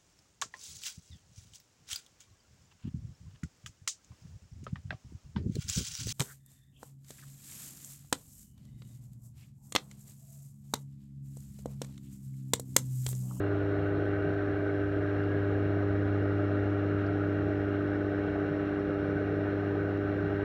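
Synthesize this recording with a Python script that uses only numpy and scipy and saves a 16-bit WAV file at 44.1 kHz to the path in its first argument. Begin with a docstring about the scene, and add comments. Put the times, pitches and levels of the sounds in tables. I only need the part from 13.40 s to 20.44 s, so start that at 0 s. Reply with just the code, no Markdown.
"""A home fish tank heard from close by: a mains-driven air pump hums and feeds a column of bubbles.
The pump is a sum of mains harmonics; the water is swarms of short rising pings, filtered by resonances.
Large bubbles gurgle low in the tank, small ones burst in a dense rush, like-sized ones form a wandering ring.
A fine spray fizzes above, five stray droplets tick, and room rumble and microphone hiss lie underneath."""
import sys
import numpy as np
from scipy import signal
from scipy.fft import rfft, irfft, next_fast_len
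from scipy.io import wavfile
from scipy.ndimage import uniform_filter1d, map_coordinates

SR = 44100
rng = np.random.default_rng(int(sys.argv[2]) if len(sys.argv) > 2 else 0)


def persist_wave(psi):
    """Save psi, clipped to +-1, as 16-bit WAV."""
    counts = np.round(np.clip(psi, -1, 1) * 32767).astype(np.int16)
    wavfile.write(sys.argv[1], SR, np.atleast_2d(counts).T)


N = 310464
MAINS_HZ = 49.96


def amp(db):
    """Decibels to gain."""
    return 10 ** (np.asarray(db) / 20)


def unit(x):
    """Scale to rms 1."""
    return x / np.sqrt(np.mean(x ** 2) + 1e-20)


def curves(rows):
    """Interpolate each column after start_s to one value per sample."""
    start_s, *columns = np.transpose(rows)
    t = np.arange(N) / SR
    return [np.interp(t, start_s, column) for column in columns]


def wobble(knots_per_s):
    """Smooth random curve through normally distributed knots."""
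    knots = rng.standard_normal(int(N * knots_per_s / SR) + 4)
    return map_coordinates(knots, [np.arange(N) * knots_per_s / SR], mode="nearest")


def filtered(x, response):
    """Multiply the spectrum of x by a response of frequency."""
    size = next_fast_len(len(x) + SR // 2)
    spectrum = rfft(x, size) * response(np.fft.rfftfreq(size, 1 / SR))
    return irfft(spectrum, size)[:len(x)]


def resonate(x, modes):
    """Ring x through steep-sided resonances; flat input of rms 1 comes out at their dB per Hz."""
    size = 2 ** 14
    hz = np.fft.rfftfreq(size, 1 / SR)
    power = sum(amp(db) ** 2 / (1 + (2 * (hz - centre) / width) ** 2) ** 2 for centre, width, db in modes)
    cepstrum = irfft(np.log(power * SR / 2 + 1e-20) / 2)
    # minimum phase: the ringing follows each bubble
    cepstrum[1:size // 2] *= 2
    cepstrum[size // 2 + 1:] = 0
    impulse = irfft(np.exp(rfft(cepstrum)))
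    return signal.fftconvolve(x, impulse)[:len(x)]


def bubbles(per_second, low_hz, high_hz, cycles, rise, scatter_db):
    """Swarm of short rising pings of random size, with even energy per Hz and rms 1."""
    total = int(per_second * N / SR)
    start, place, size = rng.random((total, 3)).T
    hz = (low_hz + (high_hz - low_hz) * place)[:, None].astype(np.float32)
    life_s = cycles / hz
    # the second limit bounds memory
    length = min(int(4 * life_s.max() * SR), 3000000 // total)
    t = np.arange(length, dtype=np.float32) / SR
    # most bubbles are faint, a few stand out
    gain = amp(-scatter_db * np.log(1 - size * .995))[:, None] / np.sqrt(life_s)
    fade = np.exp(-t / life_s)
    # a bubble's pitch climbs as it nears the surface
    phase = 2 * np.pi * hz * (t + rise * (t - life_s * (1 - fade)))
    pings = gain * (fade * np.sin(phase))
    index = (start * N).astype(int)[:, None] + np.arange(length)
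    return unit(np.bincount(index.ravel(), pings.ravel(), N)[:N])


def enclosed(x, t60_s, direct):
    """Reflections between water, glass and lid blur each ping; direct weighs the first arrival."""
    t = np.arange(SR // 3) / SR
    echoes = rng.standard_normal(len(t)) * amp(-60 * t / t60_s)
    echoes /= np.linalg.norm(echoes)
    # scatter the phase, keep the colour even
    scatter = direct + rfft(echoes, N)
    return irfft(rfft(x) * scatter / np.abs(scatter), N)


def drift(x, depth_db, width_bins, length_frames):
    """Narrow peaks and dips in the colour come and go slowly."""
    spectrum = signal.stft(x, nperseg=1024)[2]
    field = rng.standard_normal(spectrum.shape)
    for _ in range(2):
        field = uniform_filter1d(field, width_bins, axis=0)
        field = uniform_filter1d(field, length_frames, axis=1)
    return signal.istft(spectrum * amp(depth_db * unit(field)), nperseg=1024)[1][:N]


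# pump partials except the fundamental, before level changes: mains_multiple, level_db (rms)
HUM_PARTIALS = [(1, -60.5), (4, -45), (6, -34.5), (7, -56), (8, -37), (10, -49), (12, -45.4), (16, -58.5)]
# fundamental at twice the mains frequency, before waver: start_s, level_db (rms)
DRONE_LEVEL = [(0, -33), (1.25, -36.5), (2.1, -32), (2.75, -31), (4.2, -34.5), (5.4, -42), (5.8, -36.5),
               (7.04, -36)]
OCTAVE_ENTERS_S, OCTAVE_RISE_S, OCTAVE_MUTED_DB = 1.82, 0.45, -11
SEESAW_PERIOD_S, SEESAW_PEAK_S, SEESAW_DB = 6.2, 4.2, 0.85


def pump(first_kick_s=0.004204, housing_hz=340, housing_width_hz=160, waver_db=0.08, jitter_rad=0.015):
    """The armature kicks twice per mains cycle; the housing delays each partial around its resonance."""
    t = np.arange(N) / SR
    turn = 2 * np.pi * MAINS_HZ * (t - first_kick_s) + jitter_rad * wobble(3)
    drone_db, = curves(DRONE_LEVEL)
    muted = 1 - np.clip((t - OCTAVE_ENTERS_S) / OCTAVE_RISE_S, 0, 1)
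    seesaw_db = SEESAW_DB * np.cos(2 * np.pi * (t - SEESAW_PEAK_S) / SEESAW_PERIOD_S)
    # the octave sets in late; multiples 6 and 8 trade strength
    change_db = {4: OCTAVE_MUTED_DB * muted, 6: seesaw_db, 8: -seesaw_db}
    hum = np.zeros(N)
    for order, db in [(2, drone_db), *HUM_PARTIALS]:
        order = round(order)
        hz = order * MAINS_HZ
        lag_rad = np.arctan2(hz * housing_width_hz, housing_hz ** 2 - hz ** 2)
        level_db = db + change_db.get(order, 0) + waver_db * wobble(4)
        hum += np.sqrt(2) * amp(level_db) * np.cos(order * turn - lag_rad)
    return hum


# low resonances of tank and water, before GURGLE_GAIN_DB: centre_hz, width_hz, level_db (per Hz)
TANK_MODES = [(71.6, 12, -59.5), (87.5, 50, -71), (158.2, 29, -59), (250.7, 36, -65), (332.6, 55, -61),
              (432, 114, -64), (516, 40, -70), (633.3, 90, -65.5), (725, 110, -70.5), (824.4, 70, -73.5)]
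GURGLE_GAIN_DB = -13.2


def gurgle():
    """Large bubbles leave the air stone and shake the water in the tank."""
    swarm = bubbles(per_second=600, low_hz=54.3, high_hz=943, cycles=1.9, rise=.12, scatter_db=1.53)
    # air arrives in puffs at the rate of the pump's kicks
    puffs = 1 + 0.038 * np.cos(2 * np.pi * 2 * MAINS_HZ * np.arange(N) / SR)
    blurred = enclosed(swarm, t60_s=.1, direct=.8)
    return amp(GURGLE_GAIN_DB) * resonate(blurred * puffs, TANK_MODES)


# resonances of the air over the water, before BURSTING_GAIN_DB: centre_hz, width_hz, level_db (per Hz)
HOOD_MODES = [(970, 79, -80.5), (1303, 320, -73), (1502, 165, -71), (1672, 192, -75), (1878, 177, -77),
              (2208, 443, -84), (2510, 120, -93.5), (2778, 255, -86), (3220, 460, -95), (3865, 770, -97),
              (4180, 200, -99)]
BURSTING_GAIN_DB = -7.5


def bursting():
    """Small bubbles burst in a dense patter that rings under the hood."""
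    swarm = bubbles(per_second=2800, low_hz=844, high_hz=4477, cycles=3.5, rise=.08, scatter_db=1.5)
    rush = resonate(enclosed(swarm, t60_s=.12, direct=0.41), HOOD_MODES)
    return amp(BURSTING_GAIN_DB) * drift(rush, depth_db=0.5, width_bins=3, length_frames=40)


# wandering ring in the surface rush: start_s, centre_hz, level_db (rms)
RING_PATH = [(0, 1425, -54.5), (.8, 1537, -47.5), (1.35, 1540, -51.5), (1.9, 1642, -49),
             (2.45, 1504, -60.5), (3, 1386, -51), (3.9, 1358, -53.5), (4.5, 1485, -55), (7.04, 1540, -50.5)]


def ring(width_hz=55):
    """Bubbles of like size sound together as one narrow, wandering ring."""
    centre_hz, level_db = curves(RING_PATH)
    mean_hz = centre_hz.mean()
    swarm = bubbles(per_second=540, low_hz=1300, high_hz=1689, cycles=10, rise=0.021, scatter_db=0.4)
    band = signal.hilbert(resonate(swarm, [(mean_hz, width_hz, 0)]))
    # frequency shift from the mean to the moving centre
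    glide = np.exp(2j * np.pi * np.cumsum(centre_hz - mean_hz) / SR)
    return amp(level_db) * unit((band * glide).real)


# bright resonances, before the spray gain: centre_hz, width_hz, level_db (per Hz)
SPRAY_MODES = [(4850, 330, -110), (5300, 361, -106), (5650, 580, -108), (6378, 330, -115),
               (6799, 1100, -118)]
# spray gain over time: start_s, gain_db
SPRAY_GAIN = [(0, -9.8), (3.4, -7), (7.04, -7.5)]


def spray():
    """The tiniest bubbles excite bright resonances in a faint fizz."""
    gain_db, = curves(SPRAY_GAIN)
    swarm = bubbles(per_second=3000, low_hz=4200, high_hz=7600, cycles=6, rise=.05, scatter_db=0.5)
    return amp(gain_db) * resonate(enclosed(swarm, t60_s=.07, direct=.8), SPRAY_MODES)


# room rumble and microphone hiss: frequency_hz, level_db (per Hz)
FLOOR_SPECTRUM = [(10, -100), (30, -78), (55, -80.5), (120, -79.5), (900, -88), (3000, -115), (7500, -123),
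                  (12000, -123), (15700, -119.5)]


def floor():
    """Quiet room rumble and microphone hiss: white noise shaped by a spectrum."""
    table_hz, table_db = np.transpose(FLOOR_SPECTRUM)

    def response(hz):
        level_db = np.interp(np.log(hz + 1), np.log(table_hz), table_db)
        return np.sqrt(SR / 2) * amp(level_db)

    return filtered(rng.standard_normal(N), response)


# stray droplets: start_s, pitch_hz (middle of the cluster), level_db (peak)
DROPLETS = [(.465, 6600, -69), (.654, 9400, -70.5), (.937, 5670, -65), (1.836, 4700, -61),
            (3.664, 5000, -55.5)]


def droplets(t60_s=0.05, attack_s=.0008, spread=0.08):
    """Each droplet ticks with a small cluster of quickly dying tones."""
    out = np.zeros(N + SR)
    t = np.arange(SR // 10) / SR
    envelope = amp(-60 * t / t60_s) * (1 - np.exp(-t / attack_s))
    for start_s, pitch_hz, level_db in DROPLETS:
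        tones_hz = pitch_hz * np.exp(spread * rng.standard_normal(size=(8, 1)))
        tick = np.sin(2 * np.pi * tones_hz * t).sum(0) * envelope
        out[round(start_s * SR):][:len(t)] += amp(level_db) * tick / np.abs(tick).max()
    return out[:N]


def scene():
    """Pump, water and room at one microphone."""
    water = gurgle() + bursting() + ring() + spray() + droplets()
    return (pump() + water + floor())[None]


def record(dry, top_hz=15750):
    """Fade both ends over 1 ms against clicks, then remove everything from top_hz up."""
    samples = np.arange(N)
    soft_ends = np.clip(np.minimum(samples, samples[::-1]) / 44, 0, 1)
    return np.array([filtered(channel * soft_ends, lambda hz: hz < top_hz) for channel in dry])


dry = scene()
out = record(dry)
persist_wave(out)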